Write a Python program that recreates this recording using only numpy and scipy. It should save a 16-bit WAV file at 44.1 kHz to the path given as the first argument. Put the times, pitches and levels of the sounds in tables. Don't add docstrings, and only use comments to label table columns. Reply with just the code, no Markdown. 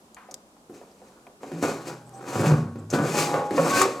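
import sys
import numpy as np
from scipy import signal
from scipy.fft import rfft, irfft
from scipy.io import wavfile
from scipy.ndimage import uniform_filter1d

SR = 44100
rng = np.random.default_rng(int(sys.argv[2]) if len(sys.argv) > 2 else 0)


def gain_from_decibels(decibels):
    exponent = np.asarray(decibels, float) / 20
    return 10 ** exponent


def waveform_to_disk(signal):
    frames = np.transpose(np.atleast_2d(signal))
    scaled = np.clip(frames, -1, 1) * 32767
    samples = np.round(scaled).astype(np.int16)
    wavfile.write(sys.argv[1], SR, samples)


N = 176400
T = np.arange(N) / SR


def unit(x):
    return x / np.sqrt(np.mean(x ** 2) + 1e-30)


def colour(x, table):
    size = 4096
    hz, db = np.array(table, float).T
    log_hz = np.log(np.fft.rfftfreq(size, 1 / SR) + 1)
    cepstrum = irfft(np.interp(log_hz, np.log(hz + 1), db) * np.log(10) / 20)
    cepstrum[1:size // 2] *= 2
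    cepstrum[size // 2 + 1:] = 0
    response = irfft(np.exp(rfft(cepstrum)))
    return signal.fftconvolve(x, response)[:len(x)]


def band(x, hz, q):
    return signal.lfilter(*signal.iirpeak(hz, q, fs=SR), x)


def decay(t, t60):
    return gain_from_decibels(-60 * t / t60)


def walk(rate_hz):
    k = int(SR / rate_hz)
    noise = rng.standard_normal(N + 4 * k)
    smooth = uniform_filter1d(uniform_filter1d(noise, k), k)
    return np.clip(unit(smooth[2 * k:-2 * k]), -2, 2)


def grains(per_s, spread_db):
    hits = rng.random(N) < per_s / SR
    sign = np.sign(rng.standard_normal(N))
    size_db = spread_db * np.minimum(rng.exponential(size=N), 3)
    return unit(hits * sign * gain_from_decibels(size_db))


def add(out, x, at_s, db):
    i = int(at_s * SR)
    out[i:i + len(x)] += (gain_from_decibels(db) * x / np.max(np.abs(x)))[:N - i]


# frequency_hz [Hz], level_db [dB]
AIR_SPECTRUM = [(15, -33), (25, -2), (122, -18), (198, -5.5), (826, -15.5), (1020, -17), (1850, -31.5),
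                (7700, -29.5), (15500, -41)]


def hush():
    return unit(colour(rng.standard_normal(N), AIR_SPECTRUM)) * gain_from_decibels(-55.5 + walk(2))


# pitch_hz [Hz], level_db [dB], t60_s [s]
PANEL_MODES = [(160.7, 2.5, 1), (234.5, -1, 1), (289.8, 1, 0.2), (327, -5.5, 0.47), (385.2, -9.5, 1),
               (458, 3.5, 0.12), (529.6, 5.5, 0.39), (670, -32, 0.36), (827, -8, 0.41), (945, -15, 0.32),
               (1101, -0.5, 0.8), (1138, -23.5, 0.36), (1354, -19, 0.23), (1535, -16.5, 1)]


def panels(force, scatter_db):
    out = 0
    for (hz, db, t60), scatter in zip(PANEL_MODES, scatter_db):
        r = np.exp(-np.log(1000) / (t60 * SR))
        poles = [1, -2 * r * np.cos(2 * np.pi * hz / SR), r * r]
        mode = signal.lfilter([1, 0, -1], poles, force)
        out = out + gain_from_decibels(db + scatter) * np.sqrt(1 - r) * mode
    return out


def blows(table, q, ring_db, top_db):
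    out, t = np.zeros(N), T[:SR // 3]
    mode_hz = np.array(PANEL_MODES)[:, 0]
    for at_s, db, hz, t60 in table:
        tail = rng.standard_normal(len(t)) * decay(t, np.clip(t60, 0.03, 0.5))
        push = tail * decay(t, 0.025) + 3.7 * (t == 0)
        scatter_db = 9.2 * rng.standard_normal(len(mode_hz)) - 13.3 * np.abs(np.log2(mode_hz / hz))
        body = unit(band(band(tail + 1.63 * push, hz, q), hz, q / 2))
        ring = unit(panels(push + 0.18 * tail, scatter_db))
        add(out, body + gain_from_decibels(ring_db) * ring + gain_from_decibels(top_db) * unit(tail), at_s, db)
    return out


# start_s [s], level_db [dB], centre_hz [Hz], t60_s [s]
FOOTFALLS = [
    (0.168, -38.5, 1050, 0.46),
    (0.286, -37, 560, 0.56),
    (0.317, -43.5, 300, 0.26),
    (0.508, -61, 177, 0.2),
    (0.566, -50, 730, 0.15),
    (0.696, -32.5, 303, 0.44),
    (0.814, -34, 520, 0.23),
    (1.017, -39.5, 520, 0.57),
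    (1.267, -38.5, 455, 0.13),
    (1.407, -43, 371, 0.23),
]


def steps():
    return blows(FOOTFALLS, q=1.54, ring_db=-38, top_db=-22)


# start_s [s], level_db [dB], centre_hz [Hz], t60_s [s]
HARD_TICKS = [(0.1455, -34, 6700, 0.012), (0.185, -50, 2200, 0.03), (0.3114, -35, 6200, 0.039),
              (0.3418, -21.5, 6100, 0.01), (0.914, -52, 5100, 0.036), (1.054, -64, 2200, 0.023),
              (1.2666, -44, 2360, 0.033), (1.6262, -26, 7040, 0.03), (2.0844, -61, 7800, 0.03),
              (2.0937, -43.5, 8270, 0.013), (2.4117, -26.5, 7460, 0.03), (2.4585, -26, 2340, 0.088),
              (2.9022, -24.5, 6700, 0.03), (2.9383, -25, 4110, 0.075), (3.8158, -13.5, 6970, 0.033)]


def ticks():
    out, t = np.zeros(N), T[:SR // 10]
    for at_s, db, hz, t60 in HARD_TICKS:
        burst = rng.standard_normal(len(t)) * decay(t, t60)
        add(out, band(burst, hz, 4.5) + 0.069 * burst, at_s, db)
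    return out


# start_s [s], length_s [s], level_db [dB], pitch_hz [Hz]
HANDLE_SQUEAKS = [
    (2.056, 0.04, -64, 8100),
    (2.131, .07, -58.5, 8040),
    (2.136, 0.025, -62, 6000),
    (2.785, 0.019, -61.5, 7630),
    (2.906, 0.013, -41.5, 6320),
]


def squeaks():
    out, t = np.zeros(N), T[:SR // 10]
    for at_s, length_s, db, hz in HANDLE_SQUEAKS:
        swell = np.sin(np.pi * np.clip(t / length_s, 0, 1)) ** 0.53
        add(out, band(rng.standard_normal(len(t)), hz, 23) * swell, at_s, db + 11.5)
    return out


# start_s [s], length_s [s], level_db [dB], pitch_hz [Hz]
SINGING_MODES = [(1.524, 0.059, -36.5, 164.2), (1.754, 0.46, -53, 124.9), (1.72, 0.38, -56, 820.5),
                 (2.127, 0.085, -48, 778), (2.465, 0.1, -24, 156.4), (2.62, 0.31, -44.5, 105),
                 (2.928, 0.1, -37.5, 1488), (3.131, 0.37, -34, 827), (3.18, 0.19, -41, 1138),
                 (3.34, 0.057, -31, 515), (3.56, 0.042, -38, 1109), (3.572, 0.023, -21.5, 534.7),
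                 (3.589, 0.054, -29.5, 172), (3.7, 0.14, -28.5, 1101), (3.725, 0.049, -30, 1535),
                 (3.788, 0.078, -28.5, 386.8)]


def sings():
    attack_s, t60_s, width_hz, waver_db = 0.011, 0.29, 5, 1.5
    out, t, drift, waver = np.zeros(N), T[:SR], walk(38.2), walk(22.7)
    for at_s, length_s, db, hz in SINGING_MODES:
        k = rng.integers(N - SR)
        shape = np.clip(t / attack_s, 0, 1) * decay(np.maximum(t - length_s, 0), t60_s)
        phase = 2 * np.pi * np.cumsum(hz + width_hz * drift[k:k + SR]) / SR
        add(out, gain_from_decibels(waver_db * waver[k:k + SR]) * shape * np.sin(phase), at_s, db + 5.5)
    return out


# start_s [s], level_db [dB], centre_hz [Hz], t60_s [s]
DRAWER_KNOCKS = [(1.432, -26, 362, 0.27), (1.517, -24.5, 282, 0.9), (1.626, -14.5, 308, 0.45),
                 (1.649, -20, 328, 0.69), (1.869, -36, 511, 0.22), (2.358, -22.5, 162, 0.18),
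                 (2.395, -15, 200, 0.52), (2.464, -14, 173, 0.64), (2.518, -15.5, 153, 0.8),
                 (2.757, -25.5, 222, 0.67), (2.935, -8.5, 283, 0.32), (2.988, -15, 205, 0.44),
                 (3.341, -14, 496, 0.65), (3.508, -15.5, 277, 0.63), (3.58, -11, 490, 0.1),
                 (3.614, -17, 520, 0.39), (3.815, -7, 1060, 0.12), (3.854, -13, 390, 0.27)]


def knocks():
    return blows(DRAWER_KNOCKS, q=1.6, ring_db=-3.5, top_db=-38)


# [dB,
# rattle over the hiss]
MOVEMENTS = [
    [(0.68, -89, 7), (0.712, -89, 10), (0.746, -56, 8), (0.82, -68, 6), (0.956, -74, -6), (1.09, -65, 7),
     (1.4, -90, 22)],
    [(1.41, -71, 9), (1.428, -57.5, 3), (1.61, -54, 7), (1.632, -36, 12.5), (1.846, -57.5, 6),
     (1.878, -43.5, 7), (2.05, -77.5, 18)],
    [(2.05, -78.5, 20), (2.252, -55.5, 10), (2.286, -42.5, 3), (2.492, -40, 13.5), (2.726, -79, 23.5),
     (2.788, -65, 14.5), (2.89, -87, 18.5)],
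    [(2.9, -54.5, 3.5), (2.948, -39.5, 19), (2.992, -46.5, 16.5), (3.14, -35.5, 3), (3.184, -26.5, -1),
     (3.422, -54.5, 20.5), (3.47, -52, 3)],
    [(3.48, -64, 13), (3.57, -39, 5.5), (3.598, -41, 16.5), (3.608, -38, 6), (3.824, -26.5, 2),
     (3.862, -41, -11.5), (4.0, -56.5, 17)],
]
# frequency_hz [Hz], level_db [dB per Hz]
HISS_SPECTRUM = [(1200, -15.5), (1900, -3.5), (2450, -0.5), (3300, -8.5), (4100, -4), (4600, -4.5),
                 (7500, -3), (11000, -15)]
# frequency_hz [Hz], level_db [dB per Hz]
SHAKE_SPECTRUM = [(60, -23), (130, -1.5), (350, 7), (900, -2.5), (1500, -5.5), (2200, -21.5), (4000, -43)]


def slides():
    rows = np.concatenate([np.array(movement, float) for movement in MOVEMENTS])
    hiss_db = np.interp(T, rows[:, 0], rows[:, 1], left=-90)
    load_db = np.interp(T, rows[:, 0], rows[:, 2], left=-90)
    grit = grains(per_s=2500, spread_db=-1) + 1.06 * rng.standard_normal(N)
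    hiss = unit(colour(grit, HISS_SPECTRUM)) * gain_from_decibels(hiss_db + 1.76 * walk(45))
    bumps = grains(per_s=460, spread_db=2) * gain_from_decibels(1.68 * walk(34))
    load = gain_from_decibels(hiss_db + load_db)
    shake = unit(colour(bumps, SHAKE_SPECTRUM)) * load
    even = [0] * len(PANEL_MODES)
    ring = panels(bumps * load * (T > 1.4), even) / np.std(panels(bumps, even))
    return hiss + shake + gain_from_decibels(-7.5) * ring


def room(x):
    t60_s, top_hz = 0.36, 4840
    t = T[:SR // 2]
    low = signal.lfilter(*signal.butter(1, top_hz, fs=SR), rng.standard_normal(len(t)))
    full = rng.standard_normal(len(t))
    echo = low * decay(t, t60_s) + 0.46 * full * decay(t, 0.72 * t60_s)
    return signal.fftconvolve(x, echo / np.sqrt(np.sum(echo ** 2)))[:N]


# [dB, side over mid]
PORT_DIFFERENCE = [(50, -7), (160, -52.5), (500, -23), (1290, -5.5), (2380, -5), (4400, -8.5), (8120, -9),
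                   (12000, 1)]


def scene():
    left_share, room_gain = 0.6, gain_from_decibels(-7)
    near = slides() + knocks() + steps()
    close = ticks() + squeaks() + sings()
    direct = near + close
    mid = direct + room_gain * room(near + 0.18 * close)
    scattered = signal.fftconvolve(direct, unit(rng.standard_normal(400)) / 20)[:N]
    other = scattered + room_gain * room(near + 0.23 * close)
    difference = left_share * mid + np.sqrt(1 - left_share ** 2) * other + 2.05 * hush()
    side = colour(difference, PORT_DIFFERENCE)
    mid = mid + hush()
    return np.array([mid + side, mid - side])


def low_pass(x):
    return signal.sosfilt(signal.butter(12, 16490, fs=SR, output="sos"), x)


def record(dry):
    bass_cut = signal.sosfilt(signal.butter(2, 70, "high", fs=SR, output="sos"), dry)
    mix = signal.sosfilt(signal.butter(4, 14000, fs=SR, output="sos"), bass_cut)
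    return low_pass(mix)


dry = scene()
out = record(dry)
waveform_to_disk(out)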